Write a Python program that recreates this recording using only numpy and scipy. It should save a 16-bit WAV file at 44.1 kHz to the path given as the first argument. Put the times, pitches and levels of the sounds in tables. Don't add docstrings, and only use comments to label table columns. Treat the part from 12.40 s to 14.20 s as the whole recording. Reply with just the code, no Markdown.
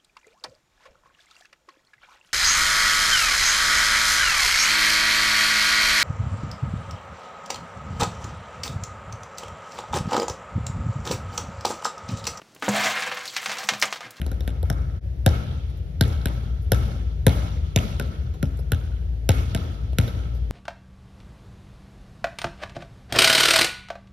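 import sys
import numpy as np
from scipy import signal
from scipy.fft import rfft, irfft, next_fast_len
from scipy.io import wavfile
from scipy.ndimage import uniform_filter1d, map_coordinates

SR = 44100
rng = np.random.default_rng(int(sys.argv[2]) if len(sys.argv) > 2 else 0)


def dump_mix(stems):
    frames = np.atleast_2d(stems).T
    limited = np.clip(frames, -1, 1)
    pcm = np.round(limited * 32767).astype(np.int16)
    wavfile.write(sys.argv[1], SR, pcm)


N = 79380

# (frequency [Hz], gain [dB])
FLOOR_COLOUR = [(25, -11), (70, -13), (120, 2), (1300, -6.5), (2800, -12), (6000, -14), (16000, -32)]
FLOOR_DB = -56.5
TOP_HZ = 16000

# (frequency [Hz], T60 [s])
ROOM_T60 = [(150, 0.53), (1500, 0.29), (12000, 0.091)]
# (frequency [Hz], level [dB], T60 [s])
WALL_MODES = [(500, 0, .35), (774, -1, .25), (1019, -5, .25), (1234, -1, .22), (1622, -1, .22),
              (2126, -1, .18), (2342, -5, .16)]
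WALL_SPREAD_DB, WALL_DETUNE_RATIO = 2.5, .003
WALL_DB, HOLLOW_DB, HOLLOW_T60_S, ROOM_DB = -23, 1.5, 0.08, -6

# (time [s], level [dB])
TAPS = [(.0168, -43), (0.1623, -45.5)]
# (frequency [Hz], gain [dB])
TAP_COLOUR = [(40, -15), (300, 0.5), (2200, -10), (2850, -4), (3600, -16), (16000, -37)]
TAP_T60_S = 0.023

# (time [s], level [dB])
TICKS = [(.1485, -51.5), (1.398, -39), (1.707, -43)]
# (frequency [Hz], gain [dB])
TICK_COLOUR = [(500, -27), (5000, 5.5), (12000, 2.5)]
TICK_T60_S, TICK_ROOM_DB = 0.022, -5

# (time [s], level [dB])
THUDS = [(0.373, -38), (0.445, -36), (0.677, -42.5), (1.317, -37), (1.423, -38.5), (1.642, -41.5)]
# (frequency [Hz], gain [dB])
THUD_COLOUR = [(40, -48), (115, 8.5), (155, -1), (320, 3.5), (1200, -62)]
THUD_T60_S = 0.17

# (time [s], level [dB])
THUMPS = [(0.2788, -19.5), (1.073, -44.5), (1.239, -46), (1.311, -40), (1.44, -44)]
# (frequency [Hz], level [dB], T60 [s])
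BASE_MODES = [(203.4, -1.5, 0.28), (206.4, -5.5, 0.74), (136, -8.5, 0.19)]

# (time [s], level [dB], pitch [Hz])
KNOCKS = [(0.2235, -21.5, 1660), (0.2813, -15, 805)]
# (frequency [Hz], gain [dB])
KNOCK_COLOUR = [(40, -41), (150, 1), (450, -2.5), (950, 2.5), (1500, -8), (2400, -12.5), (11000, -39.5)]
KNOCK_T60_S = 0.018

# (time [s], level [dB], pitch [Hz])
CLINKS = [(0.288, -24.5, 6930), (0.878, -29, 4270), (1.4154, -23, 5240), (1.4244, -17.5, 2030),
          (1.4548, -31.5, 6860)]
CLINK_T60_S, CLINK_WIDTH_OCT, CLINK_SKIRT_DB = 0.0085, 0.34, -28

# (time [s], length [s], level [dB], pitch [Hz])
SQUEAKS = [(0.318, 0.082, -26, 674), (0.428, 0.065, -29.5, 720)]
SQUEAK_WIDTH_OCT = 0.16

# (time [s], level [dB], body at 600 Hz [dB], edge from 6 kHz up [dB])
SNAPS = [(0.6214, -25, -7, -6), (0.7147, -26.5, -2, -12), (0.8549, -32, -4, 7), (0.9645, -20, -13, -1),
         (1.059, -21.5, -2.5, -1), (1.0939, -24.5, 1, -5), (1.1161, -27, 4, 6), (1.1842, -27, 14.5, 11.5),
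         (1.2317, -31, 14, 1), (1.288, -14, 0, 1), (1.3355, -24.5, -0.5, -1.5), (1.424, -14.5, 2.5, 3.5),
         (1.4339, -22.5, 8.5, -12), (1.5256, -23, 3, -1.5), (1.558, -34.5, 0, 1), (1.606, -32, 8, -1.5)]
# (frequency [Hz], gain [dB])
SNAP_COLOUR = [(60, -43), (400, -12.5), (650, -2), (1700, 0.5), (2800, -1.5), (6000, -7), (9000, -20),
               (16000, -35.5)]
SNAP_RISE_S, SNAP_T60_S, SNAP_SPIKY = 0.00084, 0.02, 0.48
CRACK_DB, CRACK_DELAY_S, CRACK_T60_S, CRACK_DB_PER_OCT = -6, .0016, 0.0048, 3.5

# (time [s], level [dB])
CRACKLE_LEVEL = [(.12, -71), (.21, -54), (.24, -42), (.325, -37), (.36, -31.5), (.5, -29), (.55, -41.5),
                 (.62, -39), (.82, -45.5), (.88, -40), (1.21, -39), (1.38, -46), (1.47, -41), (1.56, -47),
                 (1.69, -69), (1.77, -56)]
# (frequency [Hz], gain [dB])
CRACKLE_COLOUR = [(100, -74), (1000, -26), (2800, -1), (5000, -1), (7500, -3.5), (9500, -13.5),
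                  (16000, -15)]
BIT_LOW_HZ, BIT_HIGH_HZ, BIT_WIDTH_OCT, BIT_SKIRT_DB = 2810, 12800, 0.32, -10.5

# (time [s], level [dB])
SCRAPE_LEVEL = [(.222, -86), (.23, -35.5), (.32, -33), (.365, -23), (.43, -25), (.505, -22), (.545, -28.5),
                (.67, -32.5), (.72, -32), (.85, -41), (.91, -56), (.96, -36.5), (1.01, -41.5), (1.12, -36),
                (1.39, -47.5), (1.59, -48), (1.655, -37.5), (1.71, -62), (1.78, -46)]
# (frequency [Hz], gain [dB])
SCRAPE_COLOUR = [(40, -75), (120, -16), (400, -14), (520, -6.5), (780, -5), (1700, 1), (2600, -2.5),
                 (4000, -9), (16000, -38)]
SPOTS = 3

SCRAPE_GRAINS_PER_S, CRACKLE_GRAINS_PER_S, GRAIN_SPREAD_DB = 350, 98, 4.5
DOUBLING_DB = 4.5
RUB_DB = -7
CLUMP_SCALE_DB, CLUMPS_PER_S = 2.86, 90


def amp(db):
    return 10 ** (np.asarray(db) / 20)


def unit(x):
    return x / np.sqrt(np.mean(x ** 2) + 1e-20)


def norm(x):
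    return x / (np.linalg.norm(x) + 1e-20)


def along(points, hz):
    point_hz, values = np.transpose(points)
    return np.interp(np.log(hz + 1), np.log(point_hz + 1), values)


def hump(hz, pitch_hz, width_oct):
    return -10 * np.log10(1 + (np.log2((hz + 1) / pitch_hz) / width_oct) ** 4)


def fade(t, t60_s):
    return np.exp(-np.log(1000) * t / t60_s)


def clock():
    return np.arange(SR // 2) / SR


def add(track, s, sound):
    part = track[max(round(s * SR), 0):][:len(sound)]
    part += sound[:len(part)]


def coloured(x, gain_db):
    m = 2 * next_fast_len(len(x) // 2 + SR // 20)
    log_gain = np.log(amp(gain_db(np.fft.rfftfreq(m, 1 / SR))))
    cepstrum = irfft(log_gain, m)
    cepstrum[1:m // 2] *= 2
    cepstrum[m // 2 + 1:] = 0
    response = np.exp(rfft(cepstrum))
    return irfft(rfft(x, m) * response, m)[:len(x)]


def even(x):
    power = np.abs(uniform_filter1d(np.abs(rfft(x)) ** 2, size=160)) + 1e-12
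    bin_hz = np.fft.rfftfreq(len(x), 1 / SR)
    return norm(coloured(x, lambda hz: -10 * np.log10(np.interp(hz, bin_hz, power))))


def burst(t60_s, rise_s, spiky, gain_db):
    t = clock()
    fractures = rng.standard_normal(len(t)) * np.exp(spiky * rng.standard_normal(len(t)))
    envelope = np.minimum(t / rise_s, 1) * fade(t, t60_s)
    return norm(coloured(even(fractures * envelope), gain_db)) * np.sqrt(.005 * SR)


def space():
    t = clock()
    hz, frame_s, spectrum = signal.stft(rng.standard_normal(len(t)), SR, nperseg=256)
    decay = fade(frame_s, along(ROOM_T60, hz)[:, None])
    tail = signal.istft(spectrum * decay, SR, nperseg=256)[1][:len(t)]
    hollow = rng.standard_normal(len(t)) * fade(t, HOLLOW_T60_S)
    return (t == 0) + amp(HOLLOW_DB) * norm(hollow) + amp(ROOM_DB) * norm(tail)


def wall_ring():
    t = clock()
    ring = np.zeros(len(t))
    for hz, db, t60_s in WALL_MODES:
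        level_offset, detune = rng.standard_normal(2)
        mode_hz = hz * (1 + WALL_DETUNE_RATIO * detune)
        mode = np.cos(2 * np.pi * mode_hz * t) * fade(t, t60_s)
        ring += amp(db + WALL_SPREAD_DB * level_offset) * norm(mode)
    return ring


def in_can(x, ring_db):
    response = even(space()) + amp(WALL_DB + ring_db) * wall_ring()
    return signal.fftconvolve(x, norm(response))[:len(x)]


def grains(level, per_s, colour):
    t = np.arange(N) / SR
    level_db = np.interp(t, *np.transpose(level))
    excess_db = np.maximum(level_db - np.median(level_db), 0)
    chance = np.minimum(per_s / SR * 2 ** (excess_db / DOUBLING_DB), 1)
    sizes = amp(GRAIN_SPREAD_DB * np.clip(rng.standard_normal(N), -2, 2)) * rng.choice([-1, 1], N)
    swing = map_coordinates(rng.uniform(-3.3, 3.4, SR // 2), [t * CLUMPS_PER_S])
    clumps = amp(CLUMP_SCALE_DB * swing)
    hits = (rng.random(N) < chance) * sizes / np.sqrt(chance)
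    contacts = unit(hits) + amp(RUB_DB) * rng.standard_normal(N)
    return amp(level_db) * unit(coloured(contacts * clumps, lambda hz: along(colour, hz)))


def floor():
    return amp(FLOOR_DB) * unit(coloured(rng.standard_normal(N), lambda hz: along(FLOOR_COLOUR, hz)))


def taps():
    out = np.zeros(N)
    for s, db in TAPS:
        tap = burst(TAP_T60_S, rise_s=1 / SR, spiky=0, gain_db=lambda hz: along(TAP_COLOUR, hz))
        add(out, s, amp(db) * tap)
    return out


def ticks():
    out = np.zeros(N)
    for s, db in TICKS:
        tick = burst(TICK_T60_S, rise_s=0.00044, spiky=0.17, gain_db=lambda hz: along(TICK_COLOUR, hz))
        add(out, s, amp(db) * (tick + amp(TICK_ROOM_DB) * in_can(tick, ring_db=0)))
    return out


def thuds():
    out = np.zeros(N)
    for s, db in THUDS:
        thud = burst(THUD_T60_S, rise_s=0.003, spiky=0, gain_db=lambda hz: along(THUD_COLOUR, hz))
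        add(out, s, amp(db) * thud)
    return out


def thumps():
    out, t = np.zeros(N), clock()
    boom = sum(amp(db) * np.sin(2 * np.pi * hz * t) * fade(t, t60_s) for hz, db, t60_s in BASE_MODES)
    onset = 1 - np.exp(-t / .005)
    for s, db in THUMPS:
        add(out, s, amp(db) * boom * onset)
    return out


def knocks():
    out = np.zeros(N)
    for s, db, pitch_hz in KNOCKS:
        colour = lambda hz: along(KNOCK_COLOUR, hz * 1000 / pitch_hz)
        knock = burst(KNOCK_T60_S, rise_s=0.00027, spiky=0.057, gain_db=colour)
        add(out, s, amp(db) * in_can(knock, ring_db=-7.0))
    return out


def clinks():
    out = np.zeros(N)
    for s, db, pitch_hz in CLINKS:
        distance = lambda hz: np.log2((hz + 1) / pitch_hz) / CLINK_WIDTH_OCT
        colour = lambda hz: CLINK_SKIRT_DB * (1 - 1 / (1 + distance(hz) ** 2 / 2))
        clink = burst(CLINK_T60_S, rise_s=.0006, spiky=.5, gain_db=colour)
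        add(out, s, amp(db) * in_can(clink, ring_db=-4))
    return out


def squeaks():
    out = np.zeros(N)
    for s, length_s, db, pitch_hz in SQUEAKS:
        noise = rng.standard_normal(SR // 2)
        rub = unit(coloured(noise, lambda hz: hump(hz, pitch_hz, SQUEAK_WIDTH_OCT)))
        swell = np.sin(np.pi * np.minimum(clock() / length_s, 1))
        add(out, s, amp(db) * in_can(rub * swell, ring_db=-26))
    return out


def snaps():
    out = np.zeros(N)
    hardest_db = max(row[1] for row in SNAPS)
    for s, db, body_db, edge_db in SNAPS:
        tilt = [(200, 0), (600, body_db), (1800, 0), (6000, edge_db)]
        colour = lambda hz: along(SNAP_COLOUR, hz) + along(tilt, hz)
        brighter = lambda hz: colour(hz) + CRACK_DB_PER_OCT * np.log2(hz + 1)
        tearing = burst(SNAP_T60_S, SNAP_RISE_S, SNAP_SPIKY, colour)
        add(out, s, amp(db) * in_can(tearing, ring_db=-6))
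        crack = burst(CRACK_T60_S, rise_s=1 / SR, spiky=0, gain_db=brighter)
        crack_db = db + CRACK_DB + (db - hardest_db) / 2
        add(out, s + CRACK_DELAY_S, amp(crack_db) * crack)
    return out


def crackle():
    bits = np.zeros(N)
    for pitch_hz in np.geomspace(BIT_LOW_HZ, BIT_HIGH_HZ, 2 * SPOTS):
        resonance = lambda hz: np.maximum(hump(hz, pitch_hz, BIT_WIDTH_OCT), BIT_SKIRT_DB)
        bits += coloured(grains(CRACKLE_LEVEL, CRACKLE_GRAINS_PER_S, CRACKLE_COLOUR), resonance)
    return (bits / 2 + in_can(bits, ring_db=-14)) / 2


def scrape():
    out = np.zeros(N)
    for _ in range(SPOTS):
        out += in_can(grains(SCRAPE_LEVEL, SCRAPE_GRAINS_PER_S, SCRAPE_COLOUR), ring_db=-1.5)
    return out / np.sqrt(SPOTS)


def scene():
    mid = floor() + taps() + ticks() + thuds() + thumps() + knocks()
    mid += clinks() + squeaks() + snaps() + crackle() + scrape()
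    return np.array([mid, mid])


def record(dry):
    m = next_fast_len(N + SR // 2)
    in_band = np.fft.rfftfreq(m, 1 / SR) < TOP_HZ
    return irfft(rfft(dry, m) * in_band, m)[:, :N]


dry = scene()
out = record(dry)
dump_mix(out)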